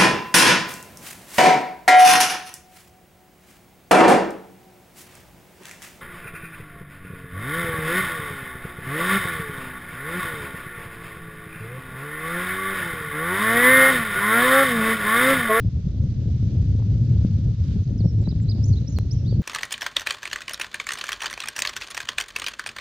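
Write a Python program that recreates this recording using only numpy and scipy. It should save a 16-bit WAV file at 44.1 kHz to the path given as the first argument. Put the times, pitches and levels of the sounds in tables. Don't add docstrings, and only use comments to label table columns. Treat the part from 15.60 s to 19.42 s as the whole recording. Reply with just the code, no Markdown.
import sys
import numpy as np
from scipy import signal
from scipy.io import wavfile
from scipy.ndimage import uniform_filter1d

SR = 44100
rng = np.random.default_rng(int(sys.argv[2]) if len(sys.argv) > 2 else 0)


def unload_audio(sound):
    columns = np.transpose(np.atleast_2d(sound))
    steps = np.round(np.clip(columns, -1, 1) * 32767)
    wavfile.write(sys.argv[1], SR, steps.astype(np.int16))


def how_loud(loudness_db):
    steps = np.asarray(loudness_db, float) / 20
    return 10 ** steps


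N = 168462

# (time from note start [s], pitch [Hz], level [dB])
SLIDE = [(0, 6150, -5), (.004, 5800, -2), (.006, 5450, -9), (.01, 5250, 1), (.024, 4650, 1),
         (.036, 4050, -2), (.044, 3550, -10)]
PLATEAU = [(0, 4100, -10), (.011, 5450, -4), (.035, 5510, -3), (.055, 5490, 4), (.064, 5450, 2),
           (.069, 5150, -3), (.074, 5500, -3), (.09, 5500, -12)]
SEEP = [(0, 7250, -5.5), (.012, 7160, 3), (.022, 7330, 2), (.028, 7560, -6)]
HUMP = [(0, 3900, -14), (.008, 4234, 0.5), (.016, 4930, 5), (0.022, 5120, -6), (.03, 4750, 3.5),
        (.038, 3820, 0.5), (.044, 3490, -9)]
ARCH = [(-.004, 4950, -22), (.008, 5150, -0.5), (.016, 5800, 5), (.023, 6380, -9), (0.035, 6750, -4),
        (.048, 6560, -16), (.058, 6250, -2.5), (0.071, 5850, -4), (0.087, 5620, -13)]
DROP = [(0, 5590, -4.5), (.005, 5200, 2), (.009, 4550, 5), (.018, 4250, 8), (0.024, 4080, -1.5)]
LIFT = [(0, 3140, -3), (.009, 3660, 3), (.017, 3820, 13), (.026, 4200, 2.5), (.031, 3950, 9),
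        (.036, 3480, -10)]
LIFT_END = [(0, 3720, -17), (.007, 4230, -0.5), (.013, 4050, -5.5)]
WHIP = [(0, 4360, -9.5), (.008, 5360, 4.5), (.016, 5900, -2.5), (.027, 6250, -3), (.033, 6350, -14),
        (.039, 6840, -21.5)]
LEVEL = [(0, 5350, -8), (.022, 5370, -5), (.033, 5480, 1), (.044, 5450, -3), (.054, 5300, -10)]
BOW = [(0, 3100, -14), (.012, 3450, -7), (.027, 3830, 2), (.036, 4180, -5), (.046, 4450, 0),
       (.065, 4640, 1), (.083, 4620, 0), (.1, 4340, -4), (.114, 4150, -8)]
SWOOP = [(0, 4850, -10), (0.027, 4400, -1.5), (.055, 3630, -7.5), (.09, 3070, -14)]
SIGH = [(0, 3500, -8), (.035, 3250, -9), (.06, 3150, 1), (.075, 2850, -3), (.095, 2700, 0), (.11, 2600, -8),
        (.14, 2750, -8)]
PEEP = [(0, 6250, -6), (.03, 6280, 0), (.042, 6280, -9), (.1, 6300, -7), (.13, 6250, -10)]
THIN = [(0, 7050, -4), (.02, 7020, 0), (.04, 7000, -4)]
INTRO = [(0, 4000, -12), (.015, 3950, 3), (.033, 3950, -1.5), (.04, 4000, 0.5)]
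INTRO_SHORT = [(0, 4120, -2), (.014, 3990, 0), (.022, 3970, -9), (.036, 3950, -8)]


def in_time(rows):
    s, *columns = np.transpose(rows)
    return [np.interp(np.arange(N) / SR, s, c) for c in columns]


def at_hz(points, hz):
    table_hz, value = np.transpose(points)
    return np.interp(np.log(hz), np.log(table_hz), value)


def rms_one(x):
    return x / np.sqrt(np.mean(x ** 2) + 1e-20)


def drift(rate_hz):
    r = np.exp(-80 * np.pi * rate_hz / SR)
    white = rng.standard_normal(N // 40 + 2002)
    slow = signal.lfilter([1], [1, -2 * r, r * r], white)[2000:]
    return np.interp(np.arange(N) / 40, np.arange(len(slow)), rms_one(slow))


def pan(x, db):
    return x * how_loud(np.array([[db / 2], [-db / 2]]))


def butter(x, order, hz, kind):
    return signal.sosfilt(signal.butter(order, hz, kind, fs=SR, output="sos"), x)


def ring(clicks, hz, t60_s):
    r = how_loud(-60 / (t60_s * SR))
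    w = 2 * np.pi * hz / SR
    return signal.lfilter([0, np.sin(w)], [1, -2 * r * np.cos(w), r * r], clicks + 1e-18)


def banded_noise(spectrum, shared_db, own_db, shared_rate_hz, own_rate_hz):
    # (frequency [Hz], correlation [-1..1])
    likeness = [(60, .99), (290, .97), (500, .87), (850, .5), (2450, .68), (4160, .26), (7060, -.5)]
    # (frequency [Hz], left minus right [dB])
    tilt = [(80, .5), (170, 1.6), (600, 3.5), (1440, 0), (2450, -4.5), (4160, -6), (7060, -7)]
    octaves = np.log2(spectrum[-1][0] / spectrum[0][0])
    edges_hz = spectrum[0][0] * 2 ** np.arange(0, octaves + .2, 1 / 3)
    together = drift(shared_rate_hz)
    white = rng.standard_normal((2, 2, N + SR))
    out = 0
    for k, (low_hz, high_hz) in enumerate(zip(edges_hz, edges_hz[1:])):
        mid, side = butter(white[k % 2], 2, [low_hz, high_hz], "band")[:, SR:]
        hz = np.sqrt(low_hz * high_hz)
        alike = np.clip(at_hz(likeness, hz), -.999, .999)
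        gain = how_loud(at_hz(spectrum, hz) + shared_db * together + own_db * drift(own_rate_hz))
        stereo = np.sqrt(1 + alike) * mid + np.sqrt(1 - alike) * side * [[1], [-1]]
        out = out + pan(gain * stereo, at_hz(tilt, hz))
    return rms_one(out)


def click_steps():
    start_offset, start_fade_s = -.1, .004
    step_s, step_db, step_fade_s = 3.38703, -17, .003
    t = np.arange(N) / SR
    step = how_loud(step_db) * np.sign(t - step_s) / 2 * np.exp(-np.abs(t - step_s) / step_fade_s)
    return pan(step + start_offset * np.exp(-t / start_fade_s), .7)


def wind():
    # (time [s], level [dB])
    gust = [(0, -29), (.3, -30.5), (.75, -27), (1.1, -23), (1.25, -21), (1.6, -18), (1.7, -23),
            (2.0, -23.5), (2.3, -24.5), (2.45, -17.5), (2.51, -29), (2.58, -17.5), (2.74, -29),
            (2.85, -20.5), (3.1, -19), (3.2, -30.5), (3.5, -26), (3.82, -21)]
    # (frequency [Hz], density [dB per Hz])
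    wind_spectrum = [(22, -12), (40, -13), (65, 4.5), (110, 5.5), (220, -11), (360, -28), (540, -31),
                     (900, -48.5)]
    # (time [s], level [dB], length [s])
    lulls = [(0.114, -8, 0.031), (0.228, -10, 0.023), (0.656, -7.5, 0.0097), (0.783, -11.5, 0.016),
             (1.069, -12, 0.0091), (1.968, -10, 0.034), (2.244, -11, 0.031), (2.493, -7.5, 0.028),
             (2.743, -10, 0.0093), (3.495, -3.5, 0.048), (3.822, -15.5, 0.011)]
    gust_db, = in_time(gust)
    t = np.arange(N) / SR

    hollow_hz, hollow_width_hz, hollow_db = 106, 10, -1
    r = np.exp(-np.pi * hollow_width_hz / SR)
    w = 2 * np.pi * hollow_hz / SR
    resonator = [0.98, 0.00036, -1, 1, -2 * r * np.cos(w), r * r]
    hollow = rms_one(signal.sosfilt([resonator] * 2, rng.standard_normal(N + SR))[SR:])
    hollow = hollow / np.sqrt(.08 + uniform_filter1d(hollow ** 2, size=900))
    hollow = pan(how_loud(gust_db + hollow_db) * hollow, 0.9)

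    lumps_db, gust_follow = -21, 0.2
    lumps = banded_noise(wind_spectrum, shared_db=1.64, own_db=1.0, shared_rate_hz=18.0, own_rate_hz=10)
    lumps = how_loud(lumps_db + gust_follow * (gust_db - gust_db.mean())) * lumps
    sputter_hz, sputter_db, sputter_rate_hz = 210, 2.5, 35
    upper = butter(lumps, 2, sputter_hz, "high")
    lumps = lumps + upper * (how_loud(sputter_db * drift(sputter_rate_hz) - 1.5) - 1)

    lull_db = sum(db * np.exp(-((t - s) / length_s * 2) ** 2) for s, db, length_s in lulls)
    ports = how_loud(lull_db) * (lumps + hollow) + how_loud(-2.5) * knocks() + thumps()
    return butter(ports, 3, 636, "low")


def leaves():
    # (time [s], level [dB])
    rustle = [(0, -63.5), (.85, -59.5), (1.3, -60.5), (1.65, -58.5), (1.95, -61.5), (2.12, -56.5),
              (2.25, -62), (2.47, -64), (2.6, -62), (3.82, -61.5)]
    # (frequency [Hz], density [dB per Hz])
    leaf_spectrum = [(800, -6.5), (1300, 2.5), (2000, 0), (2730, 0.5), (3530, 3.5), (5600, 1.5),
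                     (6500, -2.5), (7700, -17)]
    rustle_db, = in_time(rustle)
    hiss = banded_noise(leaf_spectrum, shared_db=0.87, own_db=-0.34, shared_rate_hz=37, own_rate_hz=7.8)
    return how_loud(rustle_db + 3.0) * hiss


def insect():
    # (time [s], peak level [dB])
    insect_level = [(0, -70), (.7, -64), (1.1, -57), (1.2, -64), (1.5, -58), (1.85, -59), (2.0, -70)]
    clicks_per_s, mode_hz, t60_s = 27.5, 6350, .008
    level_db, = in_time(insect_level)
    cycles = np.cumsum(clicks_per_s * (1 + 0.013 * drift(1.8))) / SR
    beat = np.diff(np.floor(cycles), prepend=0)
    return pan(ring(beat * how_loud(level_db + 4 * drift(15)), mode_hz, t60_s), -8)


def thumps():
    # (time [s], peak level [dB])
    eddies = [(0.044, -21), (0.086, -37), (0.28, -46), (0.342, -23.5), (0.467, -31), (0.521, -45),
              (0.654, -21.5), (0.728, -45), (0.758, -23), (0.824, -18.5), (1.023, -22), (1.055, -36.5),
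              (1.1, -36), (1.148, -30.5), (1.2, -27), (1.223, -35), (1.568, -23), (1.645, -10.5),
              (1.783, -23.5), (1.916, -27.5), (2.1, -53), (2.157, -26), (2.219, -24), (2.291, -26),
              (2.333, -46), (2.403, -15.5), (2.442, -20.5), (2.454, -11), (2.579, -29), (2.639, -30.5),
              (2.674, -15.5), (2.723, -24.5), (2.948, -22), (2.978, -34), (3.098, -22), (3.22, -24.5),
              (3.323, -41), (3.718, -44), (3.772, -23.5), (3.792, -16)]
    thump_db, thump_hz, top_hz, rise_s = 7.5, 170, 500, 0.0029
    s, db = np.transpose(eddies)
    clicks = np.zeros(N)
    clicks[((s + rise_s) * SR).astype(int)] = how_loud(db + thump_db) * rng.choice([-1, 1], len(s))
    push = ring(clicks, thump_hz, 6.5 / thump_hz)
    return pan(butter(push, 1, top_hz, "low"), 1.8)


def knocks():
    # (time [s], peak level [dB], length [s])
    buffets = [(.36, -39, .08), (1.1, -36, .03), (1.226, -38, .02), (1.65, -31, .012), (2.165, -36, .02),
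               (2.45, -27, .035), (2.58, -33, .015), (2.675, -35, .03), (2.725, -32, .012),
               (2.99, -34, .05), (3.33, -30, .015), (3.552, -36, .012), (3.727, -24, .01), (3.8, -29, .02)]
    t = np.arange(N) / SR
    swell = sum(how_loud(db) * np.exp(-((t - s) / length_s * 2) ** 2) for s, db, length_s in buffets)
    puff = butter(rng.standard_normal(N), 2, [120, 300], "band")
    puff = puff / np.sqrt(uniform_filter1d(puff ** 2, size=500))
    return pan(swell * puff, 0.85)


def ticks():
    # (time [s], peak level [dB], pitch [Hz], ring length [cycles], left minus right [dB])
    twigs = [(1.2, -40, 850, 8, 3), (1.224, -33, 800, 5, 3), (1.648, -35, 1100, 3, 3),
             (2.136, -47, 4000, 12, -2), (2.277, -42, 4450, 18, -3), (2.64, -38, 4400, 8, -5),
             (2.674, -29, 750, 5, 3), (2.676, -44, 1800, 6, 2), (2.725, -38, 900, 4, 3),
             (2.801, -40, 2000, 8, 2), (3.728, -40, 1200, 3, 3), (1.569, -37, 600, 5, 3),
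             (2.447, -36, 650, 4, 3), (2.96, -37, 600, 5, 3), (2.983, -34, 650, 5, 3),
             (2.04, -47, 5200, 60, -2)]
    out = np.zeros((2, N))
    for s, db, hz, cycles, side_db in twigs:
        click = np.zeros(N)
        click[int(s * SR)] = how_loud(db)
        out += pan(ring(click, hz, cycles / hz), side_db)
    return out


def whistle(shape, start_s, db):
    edge_s = .003
    s, hz, level_db = np.transpose(shape)
    t = np.arange(N) / SR - start_s
    glide_hz = uniform_filter1d(np.interp(t, s, hz), size=130)
    to_edge_s = np.minimum(t - s[0] + edge_s, s[-1] + edge_s - t)
    edge = np.clip(to_edge_s / edge_s, 0, 1) ** 2
    level = np.sqrt(2) * edge * how_loud(db + np.interp(t, s, level_db))
    return level * np.sin(2 * np.pi * np.cumsum(glide_hz) / SR)


def birds():
    # (start [s], level on the right [dB], note shape)
    song = [(2.379, -51, SLIDE), (2.437, -52, PLATEAU), (2.605, -61.5, SEEP), (2.644, -51.5, INTRO),
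            (2.678, -47.5, HUMP), (2.812, -60, SEEP), (2.849, -58.5, INTRO_SHORT), (2.882, -42.5, HUMP),
            (3.028, -44.5, ARCH), (3.12, -50, DROP), (3.154, -54.5, LIFT), (3.268, -44, ARCH),
            (3.356, -49, DROP), (3.387, -45, LIFT_END), (3.507, -40.5, WHIP), (3.545, -54, LEVEL),
            (3.645, -50, BOW)]
    # (start [s], level [dB], left minus right [dB], note shape)
    neighbours = [
        (3.657, -54, 1, SWOOP),
        (3.51, -69, -2, SIGH),
        (2.212, -70, -14, PEEP),
        (3.022, -63, -6, THIN),
        (2.585, -70, -12, LEVEL),
    ]
    singer_pan_db, lag_samples = -10, 2
    flutter_db, flutter_rate_hz = 3.2, 90
    singer = sum(whistle(shape, s, db) for s, db, shape in song) * how_loud(singer_pan_db / 2)
    others = sum(pan(whistle(shape, s, db), side_db) for s, db, side_db, shape in neighbours)
    near = pan(singer, singer_pan_db) + others
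    near[0] = np.roll(near[0], lag_samples)
    near = near * how_loud(flutter_db * np.array([drift(flutter_rate_hz), drift(flutter_rate_hz)]))

    foliage_db, foliage_t60_s, foliage_gap_s = -13, .9, .006
    t = np.arange(SR // 2) / SR
    tail = rng.standard_normal((2, len(t))) * how_loud(-60 * t / foliage_t60_s) * (t > foliage_gap_s)
    tail = tail / np.sqrt(np.sum(tail ** 2, axis=1)[:, None])
    scattered = signal.fftconvolve(near[1:], tail, axes=1)[:, :N]
    return near + pan(how_loud(foliage_db) * scattered, -6.5)


def scene():
    return wind() + leaves() + insect() + ticks() + birds()


def roll_off(x):
    return signal.sosfilt(signal.butter(12, 16000, fs=SR, output="sos"), x)


def record(dry):
    ceiling, cutoff_hz = .75, 8350
    rounded = ceiling * np.tanh(dry / ceiling)
    cut = signal.sosfilt(signal.cheby2(24, 60, cutoff_hz, fs=SR, output="sos"), rounded)
    return roll_off(cut + click_steps())


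dry = scene()
out = record(dry)
unload_audio(out)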